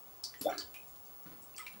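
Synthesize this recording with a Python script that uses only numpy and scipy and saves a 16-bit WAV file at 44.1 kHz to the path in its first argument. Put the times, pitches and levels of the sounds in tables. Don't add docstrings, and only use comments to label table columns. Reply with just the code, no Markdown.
import sys
import numpy as np
from scipy import signal
from scipy.fft import rfft, irfft
from scipy.io import wavfile

SR = 44100
rng = np.random.default_rng(int(sys.argv[2]) if len(sys.argv) > 2 else 0)


def wav_out(sig):
    wavfile.write(sys.argv[1], SR, np.round(np.clip(np.atleast_2d(sig).T, -1, 1) * 32767).astype(np.int16))


N = 79380
AGE = np.arange(SR // 2) / SR


def bubble(hz, db, t60, climb, rise_s):
    pitch = hz * 2 ** (climb * np.minimum(AGE, t60))
    ring = np.sin(2 * np.pi * np.cumsum(pitch) / SR)
    return amp(db) * envelope(rise_s, t60) * ring


# t/s, f/Hz, level/dB, attack/s, ring t60/s, glide/(octaves/s), left-right/dB, echo/dB
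SMALL_BUBBLES = [ (0.2367, 4660, -40.5, 0.0006, 0.0089, 6, -1, 16.5),
                 (.2390, 5460, -27.5, 0.00056, 0.0033, -5, 5.5, 3),
                 (0.341, 1920, -45.5, 0.00084, 0.027, 6, 2.5, 1),
                 (.3460, 11760, -61, 0.0017, 0.018, 1, 2.5, 2),
                 (.3790, 7280, -57.5, 0.0019, 0.012, -4, 12, 4),
                 (0.393, 7580, -47.5, .002, 0.022, 0.5, 4, -1),
                 (.4470, 3580, -48, 0.0012, 0.035, -10.5, 2.5, 2),
                 (.4645, 3522, -39.5, 0.0052, 0.02, -1.5, 0.5, 0),
                 (0.483, 1397, -43, 0.0043, 0.039, -1.5, 1.5, 5.5),
                 (0.492, 2290, -48, .004, .03, 0.5, -2, -2),
                 (0.4937, 5700, -51, 0.0018, 0.066, 1.5, 2, 2.5),
                 (0.4947, 7180, -53.5, 0.0012, 0.022, 3.5, 3, 6.5),
                 (.5220, 2155, -43.5, 0.0014, 0.061, -1.5, 1.5, -4),
                 (0.5249, 1562, -39.5, 0.0024, 0.033, 8.5, -4.5, -1.5),
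                 (0.532, 1300, -43, 0.0041, 0.016, 5, -1, 4), (0.572, 1650, -53, 0.0072, .09, 2, -4, 1.5),
                 (0.5802, 4580, -30, 0.00084, 0.006, -2, -.5, 7.5),
                 (0.7438, 2452, -47.5, 0.00022, 0.066, 2.6, -3.5, 6.5),
                 (1.5450, 2640, -50.5, 0.001, 0.014, 6, -4, 0), (1.563, 4710, -52.5, .001, 0.06, 0.5, 1, 3),
                 (1.5811, 8090, -32.5, 0.00036, 0.0083, 5, 2.5, -2.5),
                 (1.584, 3350, -43, 0.00095, 0.0077, -11, -2, 0),
                 (1.585, 1229, -47.5, 0.012, 0.056, 3, -3.5, 3),
                 (1.5900, 2090, -46, 0.017, 0.062, -1.5, -3, -11),
                 (1.594, 5450, -54, .001, 0.036, -5, 6, 3), (1.623, 1084, -53, 0.0046, 0.069, -10, -2, 0.5),
                 (1.6637, 2640, -45, 0.0022, 0.0065, 0, -0.5, 5.5),
                 (1.6665, 2337, -37, 0.0005, 0.035, -5, 2, -1.5), ]
# t/s, f/Hz, level/dB, attack/s, ring t60/s, glide/(octaves/s), left-right/dB, echo/dB
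AIR_POCKETS = [ (0.4101, 275.8, -43, 0.0021, 0.49, 3.32, -2.5, -1),
               (0.441, 481, -39.5, 0.0074, 0.07, 2, 5.5, 1),
               (.4545, 564.7, -24, 0.0056, 0.068, 8.5, 5.5, -7),
               (.4630, 727.5, -27.5, 0.01, 0.017, 4, 0, 1.5), (0.467, 320, -37, 0.0029, 0.037, -3.5, 2, -8),
               (.4750, 558.5, -32.5, 0.0032, .16, 0, -1.5, -8),
               (.4860, 646, -31.5, 0.0032, 0.073, 7, -3, -23), (.4990, 618, -36, 0.011, 0.025, 3.5, -3, -8),
               (.5100, 412, -41.5, 0.0084, 0.063, -0.5, -4, -10),
               (0.632, 65.5, -59, 0.014, 0.27, 2, 0, -11), (1.259, 290, -54.5, 0.0087, 0.061, 4.5, 5, 3), ]


def bubbles():
    out = np.zeros((2, N))
    for s, hz, db, rise_s, t60, climb, pan_db, echo_db in AIR_POCKETS + SMALL_BUBBLES:
        ring = bubble(hz, db, t60, climb, rise_s)
        add(out, s, cave(ring, echo_db, pan_db))
    return out


# t/s, length/s, lowest f/Hz, highest f/Hz, level/dB, left-right/dB
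BUBBLE_SWARMS = [ (.484, .06, 1060, 1720, -46, -4), (.490, 0.063, 2000, 4680, -51, -0.5),
                 (0.55, .075, 1106, 1920, -55, -1.5), (0.751, 0.013, 2660, 3410, -51.5, -2),
                 (1.578, 0.029, 1810, 2650, -48.5, 2), (1.583, .03, 1030, 1380, -55, -1),
                 (1.590, 0.075, 1410, 3900, -57.5, -1), ]
SWARM_PER_S, SWARM_SPREAD_DB, SWARM_ECHO_DB = 150, 4.5, 3
SWARM_RISE_S, SWARM_T60, SWARM_CLIMB = 0.00059, 0.013, 10.5


def gurgles():
    out = np.zeros((2, N))
    for s, length, low_hz, high_hz, db, pan_db in BUBBLE_SWARMS:
        count = max(round(SWARM_PER_S * length), 1)
        swarm = np.zeros((1, len(AGE)))
        for k, (when, size, strength) in enumerate(rng.random((count, 3))):
            hz = low_hz * (high_hz / low_hz) ** size
            blip_db = db + SWARM_SPREAD_DB * (strength - .5)
            blip = bubble(hz, blip_db, SWARM_T60, SWARM_CLIMB, SWARM_RISE_S)
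            add(swarm, length * (k + when) / count, blip[None])
        add(out, s, cave(swarm[0], SWARM_ECHO_DB, pan_db))
    return out


# bands of noise, 9 dB down one width from the centre
# t/s, centre f/Hz, width/octaves, level/dB, t60/s, left-right/dB, echo/dB
DROP_IMPACTS = [ (0.237, 6600, 0.65, -42, 0.036, 2.5, -0.5), (.3370, 2800, 1.2, -58, 0.015, -2, 11),
                (0.4123, 5160, 0.81, -40, 0.014, 0.5, 6.5), (0.4142, 11700, 0.33, -34.5, 0.015, 3, -2),
                (.5815, 5640, 0.63, -34, 0.011, 2.5, 0), (0.607, 4100, 0.49, -44.5, 0.02, -2.5, 5),
                (0.7426, 5380, 2.4, -45, 0.014, 2.5, 3.5), (0.871, 7400, 0.56, -74, 0.11, 2, 16),
                (0.959, 4740, 1.4, -59, 0.059, -3, -25), (1.051, 6200, 0.41, -61, .04, 1, 0),
                (1.421, 8500, 0.47, -56, 0.025, 2, 8), (1.5639, 6230, .5, -45.5, 0.0087, 5, 0),
                (1.5746, 4900, 1.5, -51.5, 0.027, 2, 6.5), (1.5810, 2350, .3, -51.5, 0.027, -7, -8),
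                (1.583, 6740, 1.5, -41, 0.0049, -4, -2.5), (1.6664, 3700, 1.15, -46.5, 0.01, 0.5, 2.5),
                (1.7273, 9500, 0.34, -45.5, 0.0063, 2, -5), (1.7370, 3530, 0.43, -51, 0.011, -1, -1), ]
TICK_RISE_S = 0.00033


def impacts():
    out = np.zeros((2, N))
    for s, hz, width, db, t60, pan_db, echo_db in DROP_IMPACTS:
        burst = noise(len(AGE), lambda f: -30 * np.log10(1 + (np.log2((f + 1) / hz) / width) ** 2))
        tick = amp(db) * envelope(TICK_RISE_S, t60) * burst
        add(out, s, cave(tick, echo_db, pan_db))
    return out


# t/s, level/dB, t60/s, left-right/dB
WATER_LAPS = [(.410, -53, 0.36, -0.5), (1.257, -53, 0.19, 3), (1.312, -56.5, 0.27, 3.5),
              (1.736, -58.5, 0.44, 1)]
# f/Hz, level/dB per Hz
LAP_SPECTRUM = [(40, -25), (100, -21), (160, 2.5), (330, -3), (600, -8.5), (1300, -12), (2500, -18),
                (5000, -22.5), (14000, -69)]
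LAP_RISE_S = 0.0044


def laps(echo_db=-3):
    out = np.zeros((2, N))
    for s, db, t60, pan_db in WATER_LAPS:
        water = noise(len(AGE), lambda f: read(LAP_SPECTRUM, f))
        slosh = amp(db) * envelope(LAP_RISE_S, t60) * water
        add(out, s, cave(slosh, echo_db, pan_db))
    return out


FAR_DRIPS_PER_S, FAR_DRIP_DB, DRIP_RISE_S = 8.2, -65.5, 0.0028


def far_drips(low_hz=4500, high_hz=11000, t60=0.0046, spread_db=3, echo_db=4):
    out = np.zeros((2, N))
    count = round(FAR_DRIPS_PER_S * N / SR)
    for when, size, strength, side in rng.random((count, 4)):
        hz = low_hz * (high_hz / low_hz) ** size
        db = FAR_DRIP_DB + spread_db * (2 * strength - 1)
        drip = bubble(hz, db, t60, 2, DRIP_RISE_S)
        add(out, when * N / SR, cave(drip, echo_db, spread_db * (2 * side - 1)))
    return out


WALL_REFLECTIONS = [(.0017, -13), (.0046, -28), (.0088, -17.5), (0.0163, -7.5)]
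# f/Hz, t60/s
TAIL_T60 = [(100, 0.67), (300, 0.46), (700, 0.17), (1500, 0.26), (4500, 0.21), (9000, 0.22), (16000, 0.31)]
# f/Hz, side-mid level/dB
ECHO_WIDTH = [(150, -12), (500, -26), (2000, -21), (4500, -22.5), (8000, -3), (14000, -10)]
TAIL_DB, TAIL_RISE_S = 9, 0.001


def cave(sound, echo_db, pan_db):
    hz, t, grid = signal.stft(rng.standard_normal((2, len(AGE))), SR, nperseg=256)
    decay = amp(-60 * t / read(TAIL_T60, hz)[:, None])
    tail = signal.istft(grid * decay, SR, nperseg=256)[1][:, :len(AGE)]
    tail = tail * (1 - np.exp(-AGE / TAIL_RISE_S))
    tail = amp(TAIL_DB) * tail / np.linalg.norm(tail[0])
    for delay, db in WALL_REFLECTIONS:
        tail[0, round(delay * rng.uniform(.85, 1.15) * SR)] += amp(db)
    mid, side = signal.fftconvolve(sound[None], tail, axes=1)[:, :len(AGE)]
    direct_power = np.mean(sound ** 2)
    echo = stereo(unit(mid), unit(side), ECHO_WIDTH) * np.sqrt(direct_power)
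    total_rms = np.sqrt(direct_power * (1 + amp(echo_db) ** 2))
    return pan(pan_db) * total_rms * unit(sound + amp(echo_db) * echo)


# f/Hz, level/dB per Hz
AIR_SPECTRUM = [(25, -4.5), (50, -0.5), (70, 1), (105, 1), (180, -3), (260, -3), (350, -2), (440, -1),
                (590, -4.5), (780, 2.5), (900, -5), (1100, -1), (1300, -4.5), (1700, -13), (2400, -13),
                (4100, -15), (6200, -13), (10000, -15.5), (14000, -16)]
# f/Hz, side-mid level/dB
AIR_WIDTH = [(40, -23), (130, -3.5), (300, -4), (700, -7.5), (1400, -8.5), (3000, -18), (6500, -2),
             (14000, -5)]
HUSH_DB, HUSH_PAN_DB = -61, 0.5


def hush():
    mid, side = (noise(N, lambda f: read(AIR_SPECTRUM, f)) for _ in range(2))
    return pan(HUSH_PAN_DB) * amp(HUSH_DB) * stereo(mid, side, AIR_WIDTH)


# t/s, left level/dB, right level/dB
WHINE_LEVELS = [(0, -49.5, -54), (.3, -52, -58), (.55, -50.5, -53), (.7, -48.5, -54.5), (1.0, -49, -56),
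                (1.22, -47.5, -53), (1.45, -50, -56), (1.7, -50, -52.5), (1.8, -52, -56)]
WHINE_HZ, WHINE_WAVER_DB, WHINE_WAVER_HZ = 15685, .2, 6


def whine():
    t = np.arange(N) / SR
    s, left, right = np.transpose(WHINE_LEVELS)
    level = np.array([np.interp(t, s, left), np.interp(t, s, right)])
    level = level + WHINE_WAVER_DB * drift(WHINE_WAVER_HZ)
    return amp(level) * np.sin(2 * np.pi * WHINE_HZ * t)


def envelope(rise_s, t60):
    rise = np.sin(np.pi / 2 * np.minimum(AGE / rise_s, 1)) ** 2
    return rise * amp(-60 * np.maximum(AGE - rise_s, 0) / t60)


def noise(size, colour):
    gain = amp(colour(np.fft.rfftfreq(size, 1 / SR)))
    return unit(irfft(rfft(rng.standard_normal(size)) * gain, size))


def drift(rate_hz):
    return noise(N, lambda f: -20 * np.log10(1 + (f / rate_hz) ** 2))


def stereo(mid, side, width):
    gain = amp(read(width, np.fft.rfftfreq(len(side), 1 / SR)))
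    side = irfft(rfft(side) * gain, len(side))
    return np.array([mid + side, mid - side])


def pan(db):
    return amp([[db / 2], [-db / 2]])


def amp(db):
    return 10 ** (np.asarray(db) / 20)


def unit(x):
    return x / np.sqrt(np.mean(x ** 2) + 1e-20)


def read(points, hz):
    f, value = np.transpose(points)
    return np.interp(np.log(hz + 1), np.log(f + 1), value)


def add(mix, s, sound):
    part = mix[:, max(round(s * SR), 0):][:, :sound.shape[1]]
    part += sound[:, :part.shape[1]]


def scene():
    water = bubbles() + gurgles() + impacts() + laps() + far_drips()
    return water + hush() + whine()


def record(dry):
    low_pass = signal.firwin(1023, 16000, window=("kaiser", 9), fs=SR)
    return signal.oaconvolve(dry, low_pass[None], "same")


dry = scene()
out = record(dry)
wav_out(out)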